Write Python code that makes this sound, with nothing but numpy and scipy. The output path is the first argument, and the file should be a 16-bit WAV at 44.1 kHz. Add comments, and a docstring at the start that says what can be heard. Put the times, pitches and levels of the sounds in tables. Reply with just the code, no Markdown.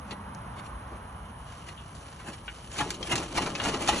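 """A riding tractor, engine off, is eased backwards down two aluminium ramps on a lawn.
Near the two-port microphone it creeps with a few clacks, then rolls: the tyres drop from rung to rung,
the ramps boom and the mower deck rattles and scrapes, with short reflections off house and truck.
Further off are a low outdoor rumble, a fading roar like traffic and faint insects;
the microphone adds a thin high hiss."""
import sys
import numpy as np
from scipy import signal
from scipy.fft import rfft, irfft
from scipy.io import wavfile

SR = 44100
rng = np.random.default_rng(int(sys.argv[2]) if len(sys.argv) > 2 else 0)


def log_audio(samples):
    """Write samples as a 16-bit WAV file to the path given in sys.argv[1]."""
    # one column per channel
    frames = np.atleast_2d(samples).T
    # limit to full scale, then quantise
    limited = np.clip(frames, -1, 1)
    pcm = np.round(limited * 32767).astype(np.int16)
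    wavfile.write(sys.argv[1], SR, pcm)


N = 176400
T, HZ = np.arange(N) / SR, np.fft.rfftfreq(N, 1 / SR)


# The way down the ramps. Each row: time in seconds, scrape level in dB, frame grumble level in dB.
DESCENT = [(0, -65, -61), (1.38, -63.5, -65), (1.5, -52, -66), (1.85, -57.5, -67), (1.96, -53.5, -54),
           (2.1, -52.5, -62.5), (2.43, -57, -57), (2.58, -50.5, -63), (2.69, -54, -54), (2.78, -39.5, -50),
           (2.99, -48.5, -48.5), (3.2, -39.5, -35), (3.28, -44, -47), (3.35, -39, -43),
           (3.42, -36.5, -36.5), (3.54, -45.5, -38), (3.59, -40, -40.5), (3.68, -35, -37.5),
           (3.785, -42.5, -37), (3.9, -37, -37.5)]
# The tyres' hollow drone and the ramp edge's faint singing. Each row: time in seconds, level in dB.
TYRE_DRONE = [(0, -47), (.3, -49), (.7, -61.5), (1.05, -54.5), (1.5, -58), (2.5, -75), (4, -83)]
EDGE_SING = [(0, -75), (1.1, -70), (1.25, -65), (1.55, -63), (1.75, -64.5), (2.1, -70), (2.75, -63),
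             (3.4, -55), (4, -53)]
# Tone of the tyres and of the frame. Each row: frequency in Hz, relative level in dB.
SCRAPE_TONE = [(100, -13.5), (300, 4.5), (900, 4), (2000, -1), (2900, -1.5), (4000, -3.5), (5000, -4),
               (6000, -3.5), (7200, -7), (8400, -2), (9400, 0), (10500, -36), (11700, -25), (12500, -72)]
FRAME_TONE = [(40, -12), (110, -7), (180, 3.5), (235, 1), (300, 4), (360, 0), (430, -3), (600, -6),
              (1200, -8), (4000, -76)]

def rolling():
    """Tyres scrape grittily over the punched ramps; the frame grumbles, the tyres drone hollowly, an edge
    sings."""
    surge_hz, surge_db = 55, 1.9
    surge = unit(irfft(rfft(rng.standard_normal(N)) / (1 + (HZ / surge_hz) ** 4), N))
    grit = impacts(N, per_s=4000, spread_db=3.2) * amp(surge_db * surge)
    clink = amp(-15) * resonance(grit, hz=3080, width_hz=400)
    scrape = (colour(grit, SCRAPE_TONE) + clink) * level(DESCENT, column=1)
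    drone = resonance(rng.standard_normal(N), hz=205.4, width_hz=62) * level(TYRE_DRONE)
    sing = resonance(grit, hz=2980, width_hz=300) * level(EDGE_SING)
    grumble = noise(FRAME_TONE) * level(DESCENT, column=2)
    return scrape + grumble + drone + sing


# Jolts through deck and ramps. Each row: peak time in seconds, rattle level in dB, rise and fall
# in seconds, tilt in dB per octave, thud level in dB, clang level in dB.
DECK_JOLTS = [(.125, -45.5, 0.037, 0.01, -1.5, -42.5, -47), (.597, -43, 0.021, 0.005, -0.5, -53, -65),
              (.665, -48, 0.018, 0.0062, 3.5, -73, -67), (.93, -58, .014, 0.037, -4, -42.5, -72),
              (1.688, -40.5, 0.012, 0.012, -0.5, -51.5, -69), (2.2, -45, 0.0059, 0.023, -2.5, -72, -64),
              (2.287, -38.5, 0.02, 0.014, -1, -38.5, -70), (2.341, -42.5, 0.02, 0.009, 2, -62, -64),
              (2.742, -42, 0.016, 0.015, 9, -64, -70), (2.79, -27.5, 0.01, 0.0087, 4, -42.5, -59),
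              (2.808, -26, 0.0099, 0.014, -1.6, -34, -48), (2.867, -62, .01, 0.016, -15, -36, -43),
              (2.945, -39.5, 0.0071, 0.009, 8, -62, -63), (3.013, -46, 0.0045, 0.024, -21, -36.5, -62),
              (3.079, -36.5, 0.028, 0.0039, 3, -58, -54), (3.124, -22.5, 0.015, 0.0095, 1, -30.5, -34),
              (3.183, -39, 0.018, 0.046, 2, -38, -60), (3.382, -22.5, 0.012, 0.0055, 0, -30, -30.5),
              (3.424, -34, 0.0095, 0.016, -0.5, -48, -38.5), (3.468, -30, 0.0067, 0.011, -4, -47, -42),
              (3.657, -27, 0.021, 0.022, -3.5, -42, -53), (3.686, -29.5, 0.0036, 0.011, 3, -30.5, -50),
              (3.745, -30.5, 0.011, 0.0035, 2.5, -32, -34.5), (3.818, -33, 0.015, 0.031, 2.5, -31.5, -55),
              (3.8894, -20, 0.0085, 0.01, 2, -36.5, -24), (3.931, -31, 0.034, 0.03, -3, -29, -42),
              (3.986, -33, 0.033, 0.02, 5.5, -53, -55)]
# Tone of the rattle from nearby. 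Each row: frequency in Hz, relative level in dB.
RATTLE_TONE = [(100, -9), (300, -22), (550, -12.5), (850, -9), (1400, -10.5), (2200, -8.5), (2900, -5),
               (3800, -11.5), (5000, -13), (7200, -12.5), (8500, -1.5), (9400, -8), (10200, -3.5),
               (11200, -21), (12500, -81)]

def jolts():
    """Each jolt swells into a clatter of small impacts and thuds through the frame."""
    clatter, thuds = np.zeros((2, N))
    t = T[:SR // 3] - .1  # zero at the peak
    octaves = np.log2(np.clip(np.fft.rfftfreq(len(t), 1 / SR), 400, 10000) / 2000)
    for s, db, rise, fall, tilt, thud_db, _ in DECK_JOLTS:
        hits = impacts(len(t), per_s=3500, spread_db=2.8)
        hits = unit(irfft(rfft(hits) * amp(tilt * octaves), len(t)))
        envelope = swell(t, rise, fall)
        rattle = unit(colour(small_parts(hits * envelope), RATTLE_TONE))
        add(clatter, s + t[0], amp(db) * rms(envelope) * rattle)
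        thud = rng.standard_normal(len(t)) * swell(t, rise=.022, fall=.027)
        add(thuds, s + t[0], amp(thud_db) * thud)
    return clatter + amp(-22) * ringing(clatter) + colour(thuds, FRAME_TONE)


def small_parts(hits, count=26, low_hz=600, high_hz=7367, t60=.032):
    """Impacts ring small metal parts of random pitch, a new set at each jolt."""
    t = T[:SR // 8]
    hz = low_hz * (high_hz / low_hz) ** ((np.arange(count) + rng.random(count)) / count)
    modes = np.sin(2 * np.pi * hz[:, None] * t)
    ring = modes.T @ rng.choice([-1., 1.], count) * amp(-60 * t / t60)
    return unit(hits + amp(-11.5) * unit(signal.oaconvolve(hits, ring)[:len(hits)]))


def clangs():
    """At the peak of a jolt one blow rings deck and ramps."""
    out, ring = np.zeros(N), metal_ring()
    for s, *_, clang_db in DECK_JOLTS:
        add(out, s, amp(clang_db) * ring)
    return out


# Modes of deck and ramps. 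Each row: frequency in Hz, relative level in dB, 60 dB decay time in seconds.
METAL_MODES = [(300, -48, 0.28), (820, 8, 0.02), (858.5, -0.5, 0.12), (1240, 0, 0.046), (1864, -9, 0.11),
               (1940, -4.5, 0.12), (2600, -7.5, 0.096), (2640, -4, 0.056), (2960, -0.5, 0.084),
               (4080, -1, 0.06), (5620, -5, 0.043), (5750, -20, 0.11)]

def metal_ring():
    """The ring of deck and ramps after one blow."""
    return sum((-1) ** k * amp(db) * note(hz, t60) for k, (hz, db, t60) in enumerate(METAL_MODES))


def ringing(hits):
    """A train of impacts sets deck and ramps ringing."""
    ring = metal_ring()
    return signal.oaconvolve(hits, ring / np.linalg.norm(ring))[:N]


# Tyres landing on rungs. Each row: time in seconds, level in dB, lower and upper pitch in Hz,
# upper level against lower in dB, fall in seconds.
RUNG_LANDINGS = [(2.811, -34, 946, 1240, 3, 0.014), (3.124, -35.5, 813, 1290, -10, 0.013),
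                 (3.381, -27.5, 880, 1050, -3, 0.01), (3.657, -41, 690, 860, -3, 0.032),
                 (3.891, -23.5, 726, 857, -1, 0.0067)]

def booms():
    """The weight lands on a rung and shakes two broad ramp resonances, pitched by where the load sits."""
    out, t = np.zeros(N), T[:SR // 3] - .05
    for s, db, lower_hz, upper_hz, upper_db, fall in RUNG_LANDINGS:
        envelope = swell(t, rise=.0016, fall=fall)
        for hz, gain in (lower_hz, amp(db)), (upper_hz, amp(db + upper_db)):
            shake = resonance(rng.standard_normal(N), hz, width_hz=200)[:len(t)]
            add(out, s + t[0], gain * rms(envelope) * unit(shake * envelope))
    return out


# Hollow knocks under the tractor. Each row: start in seconds, level in dB, pitch in Hz.
DECK_KNOCKS = [(2.812, -31, 289), (2.819, -32, 125), (2.915, -37, 402), (3.018, -40, 308),
               (3.134, -28, 132), (3.191, -38, 310), (3.474, -31.5, 414), (3.561, -48, 325),
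               (3.675, -36, 300), (3.739, -30, 433), (3.814, -31, 300), (3.924, -40, 230)]

def knocks(rise_s=.0013):
    """The deck bounces on its hangers; each soft blow rings one low mode."""
    out = np.zeros(N)
    for s, db, hz in DECK_KNOCKS:
        ring = note(hz, t60=.13)
        add(out, s, amp(db) * ring * (1 - np.exp(-T[:len(ring)] / rise_s)))
    return out


# Sharp clacks on the tractor. Each row: start in seconds, level in dB, lowest and highest frequency
# in Hz, fall in seconds, the part's note in Hz, note level in dB.
LOOSE_PARTS = [(0.109, -35.5, 1870, 4360, .01, 4060, -50), (.1105, -43.5, 4500, 7300, 0.0065, 2170, -50),
               (.1185, -40, 290, 620, .012, 403, -41), (0.3487, -38.5, 4200, 10000, 0.0012, 6500, -58),
               (1.776, -47, 2540, 3530, 0.028, 3050, -49), (1.95, -51.5, 3500, 9100, 0.028, 6400, -65),
               (2.4798, -33, 1280, 3350, 0.011, 1487, -33), (2.716, -42.5, 1500, 9000, 0.01, 3300, -58),
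               (2.9052, -27, 900, 10800, 0.0086, 7350, -36), (3.028, -33, 1920, 6530, 0.0077, 3210, -27.5),
               (3.156, -25.5, 1210, 9800, 0.013, 5800, -47), (3.179, -28, 2260, 7650, 0.0065, 2740, -32),
               (3.3634, -32.5, 348, 8450, 0.0098, 940, -32), (3.463, -31.5, 600, 6500, 0.0043, 972, -40),
               (3.552, -29.5, 447, 6100, 0.0095, 2580, -31), (3.6, -29, 740, 3880, 0.019, 2880, -31),
               (3.638, -30.5, 1210, 9350, 0.016, 6200, -45), (3.876, -26.5, 450, 8350, 0.018, 657, -31)]

def clacks(chatter_top_hz=9500):
    """Loose parts snap brightly against each other, ring their own note and chatter more dully to rest."""
    out, t = np.zeros(N), T[:SR // 6]
    soften = signal.butter(6, chatter_top_hz, fs=SR, output="sos")
    snap = 6 * (t == 0)
    for s, db, low_hz, high_hz, fall, note_hz, note_db in LOOSE_PARTS:
        band = signal.butter(5, [low_hz, high_hz], "band", fs=SR, output="sos")
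        dying = np.exp(-t / fall)
        bounces = signal.sosfilt(soften, impacts(len(t), per_s=5000, spread_db=2) * dying)
        chatter = signal.sosfilt(band, snap + bounces)
        add(out, s, amp(db) * rms(dying) * unit(chatter))
        add(out, s, amp(note_db) * note(note_hz, t60=.07))
    return out + amp(-19) * ringing(out)


def yard_echoes(x, t60=.18):
    """Scattered reflections come back from house and truck and die away."""
    t = T[:SR // 2]
    taps = impacts(len(t), per_s=3000, spread_db=.36) * amp(-60 * t / t60)
    return signal.oaconvolve(x, taps / np.linalg.norm(taps))[:N]


# Near sound at the microphone. Each row: frequency in Hz, then, table by table, the left port's
# phase lead in radians, likeness of the ports from 0 to 1, left level over right in dB.
NEAR_PHASE = [(20, 0), (300, 0), (500, .4), (700, -.35), (1100, .05), (2000, .1), (2700, 1.4), (3300, 2.3),
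              (3700, -.8), (4200, .15), (4550, 1.1), (4900, 3.4), (5750, 6.2), (6250, 6.3), (7200, 7.7),
              (8400, 9.2), (9500, 9.45), (10600, 10.4), (11400, 12.5)]
NEAR_LIKENESS = [(250, 1), (550, .8), (1400, .98), (2900, .85), (3600, .3), (4200, .75), (5800, .99),
                 (7200, .86), (8600, .98), (9500, .99), (11000, .6)]
NEAR_BALANCE = [(350, 0), (500, 4), (750, 4.5), (1100, 2), (1700, -1), (2900, 1), (4700, -2), (7500, 0),
                (12000, -0.5)]

def tractor():
    """The tractor's direct and scattered sound reaches the microphone with the yard's reflections."""
    direct, scattered = [jolts() + clacks() + booms() + rolling() for _ in range(2)]
    direct += clangs() + knocks()
    heard = [x + amp(-14) * yard_echoes(x) for x in (direct, scattered)]
    return ports(*heard, NEAR_PHASE, NEAR_LIKENESS, NEAR_BALANCE)


# Beyond the lawn. Each row: time in seconds, rumble level in dB, roar level in dB.
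FAR_LEVELS = [(0, -47.5, -46), (.55, -42, -44), (1.1, -46, -46.5), (1.7, -46, -50.5), (2.4, -47.5, -52),
              (3.1, -45, -61.5), (4, -43, -58)]
# Tone of the rumble and of the roar. Each row: frequency in Hz, relative level in dB.
RUMBLE_TONE = [(15, -45), (30, -38), (41, -7.5), (57, 0), (80, -3.5), (120, -6.5), (200, -11.5), (300, -22),
               (500, -51), (2000, -111)]
ROAR_TONE = [(60, -49), (200, -11), (450, -4), (750, 1), (1050, 5), (1400, -1.5), (1900, -9.5), (2900, -16),
             (3600, -21), (6000, -32), (12000, -72)]
# Background at the microphone. Each row: frequency in Hz, then, table by table, the left port's
# phase lead in radians, likeness of the ports from 0 to 1, left level over right in dB.
FAR_PHASE = [(0, 0), (350, 0), (690, .1), (1200, .9), (2000, .8), (2800, 1.5), (3450, -1.3), (3800, -2),
             (4200, 2), (5700, 6), (6800, 7.5), (8400, 8), (9500, 9.4), (10900, 11), (11600, 13)]
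FAR_LIKENESS = [(150, 0.76), (300, 0.26), (550, 0.12), (1150, 0.28), (1600, 0.86), (2400, 0.66), (4000, 1),
                (6000, 0.43)]
BACKGROUND_BALANCE = [(250, 0.5), (600, 0.8), (1100, -3.5), (2500, 0), (6000, 0.6)]

def rumble_and_roar():
    """A low rumble and a fading roar like traffic arrive from far off to one side."""
    rumble, roar = level(FAR_LEVELS, column=1), level(FAR_LEVELS, column=2)
    far = [noise(RUMBLE_TONE) * rumble + noise(ROAR_TONE) * roar for _ in range(2)]
    return ports(*far, FAR_PHASE, FAR_LIKENESS, BACKGROUND_BALANCE)


# Insects around the lawn. Each row: pitch in Hz, level in dB.
INSECT_TRILLS = [(6380, -79), (7800, -80), (9100, -60.5)]
# Tone of the microphone's hiss. Each row: frequency in Hz, relative level in dB.
HISS_TONE = [(500, 9), (4000, -21), (8400, -80), (9200, 2), (9900, 9), (10800, 9.5), (11200, -63),
             (13000, -59)]

def insects_and_hiss():
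    """Faint insects trill in narrow bands over the microphone's steady thin hiss."""
    trills = sum(amp(db) * resonance(rng.standard_normal(N), hz, width_hz=31) for hz, db in INSECT_TRILLS)
    hiss = [amp(-59.5) * noise(HISS_TONE) for _ in range(2)]
    return ports(hiss[0] + trills, hiss[1], NEAR_PHASE, NEAR_LIKENESS, BACKGROUND_BALANCE)


def ports(direct, scattered, phase, likeness, balance, mono_below_hz=550):
    """Two microphone ports hear a sound with a phase lag and partly unalike; the bass is mono."""
    unalike = (1 - read(likeness)) / (1 + (mono_below_hz / (HZ + 1)) ** 4)
    shared = np.sqrt(1 - unalike / 2) * rfft(direct)
    apart = np.sqrt(unalike / 2) * rfft(scattered)
    turn = np.exp(.5j * read(phase)) * amp(read(balance) / 2)
    return irfft(np.array([(shared + apart) * turn, (shared - apart) / turn]), N)


def impacts(samples, per_s, spread_db):
    """A random train of tiny impacts of uneven size."""
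    size = amp(spread_db * np.minimum(rng.exponential(1, samples), 4))
    return unit(size * rng.choice([-1., 1.], samples) * (rng.random(samples) < per_s / SR))


def note(hz, t60):
    """One struck mode dying away."""
    t = T[:SR // 3]
    return np.sin(2 * np.pi * hz * t) * amp(-60 * t / t60)


def resonance(x, hz, width_hz):
    """One resonance with steep skirts, at rms 1."""
    return unit(irfft(rfft(x) / (1 + (2 * (HZ - hz) / width_hz) ** 2), N))


def noise(tone):
    """Steady noise with the given spectrum."""
    return unit(irfft(rfft(rng.standard_normal(N)) * amp(read(tone)), N))


def colour(x, tone):
    """Minimum-phase filter with the given spectrum and unit power gain."""
    gain = unit(amp(read(tone, abs(np.fft.fftfreq(4096, 1 / SR)))))
    response = np.exp(np.conj(signal.hilbert(np.log(gain + 1e-6))))
    taps = np.fft.ifft(response).real
    return signal.oaconvolve(x, taps[:len(taps) // 2])[:len(x)]


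def swell(t, rise, fall):
    """Exponential rise and fall, in seconds, around a peak at t = 0."""
    return np.exp(np.minimum(t / rise, -t / fall))


def level(table, column=1):
    """One dB column of a time table as a gain curve."""
    table = np.array(table)
    return amp(np.interp(T, table[:, 0], table[:, column]))


def read(table, hz=HZ):
    """Reads a table on a log-frequency axis."""
    row_hz, value = np.transpose(table)
    return np.interp(np.log(hz + 1), np.log(row_hz + 1), value)


def add(mix, s, sound):
    """Mixes a sound in at s seconds."""
    at = round(s * SR)
    sound = sound[max(-at, 0):]
    part = mix[max(at, 0):][:len(sound)]
    part += sound[:len(part)]


def amp(db):
    """Decibels to gain."""
    return 10 ** (np.asarray(db) / 20)


def rms(x):
    """Root mean square."""
    return np.sqrt(np.mean(abs(x) ** 2) + 1e-20)


def unit(x):
    """Scales to rms 1."""
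    return x / rms(x)


def scene():
    """From the lawn: the tractor in front, the outdoors behind it, and the microphone's own hiss."""
    return tractor() + rumble_and_roar() + insects_and_hiss()


def record(dry, top_hz=12400):
    """The recorder cuts off the highest treble."""
    lowpass = signal.firwin(255, top_hz, window=("kaiser", 9), fs=SR)
    return signal.oaconvolve(dry, lowpass[None], "same")


dry = scene()
out = record(dry)
log_audio(out)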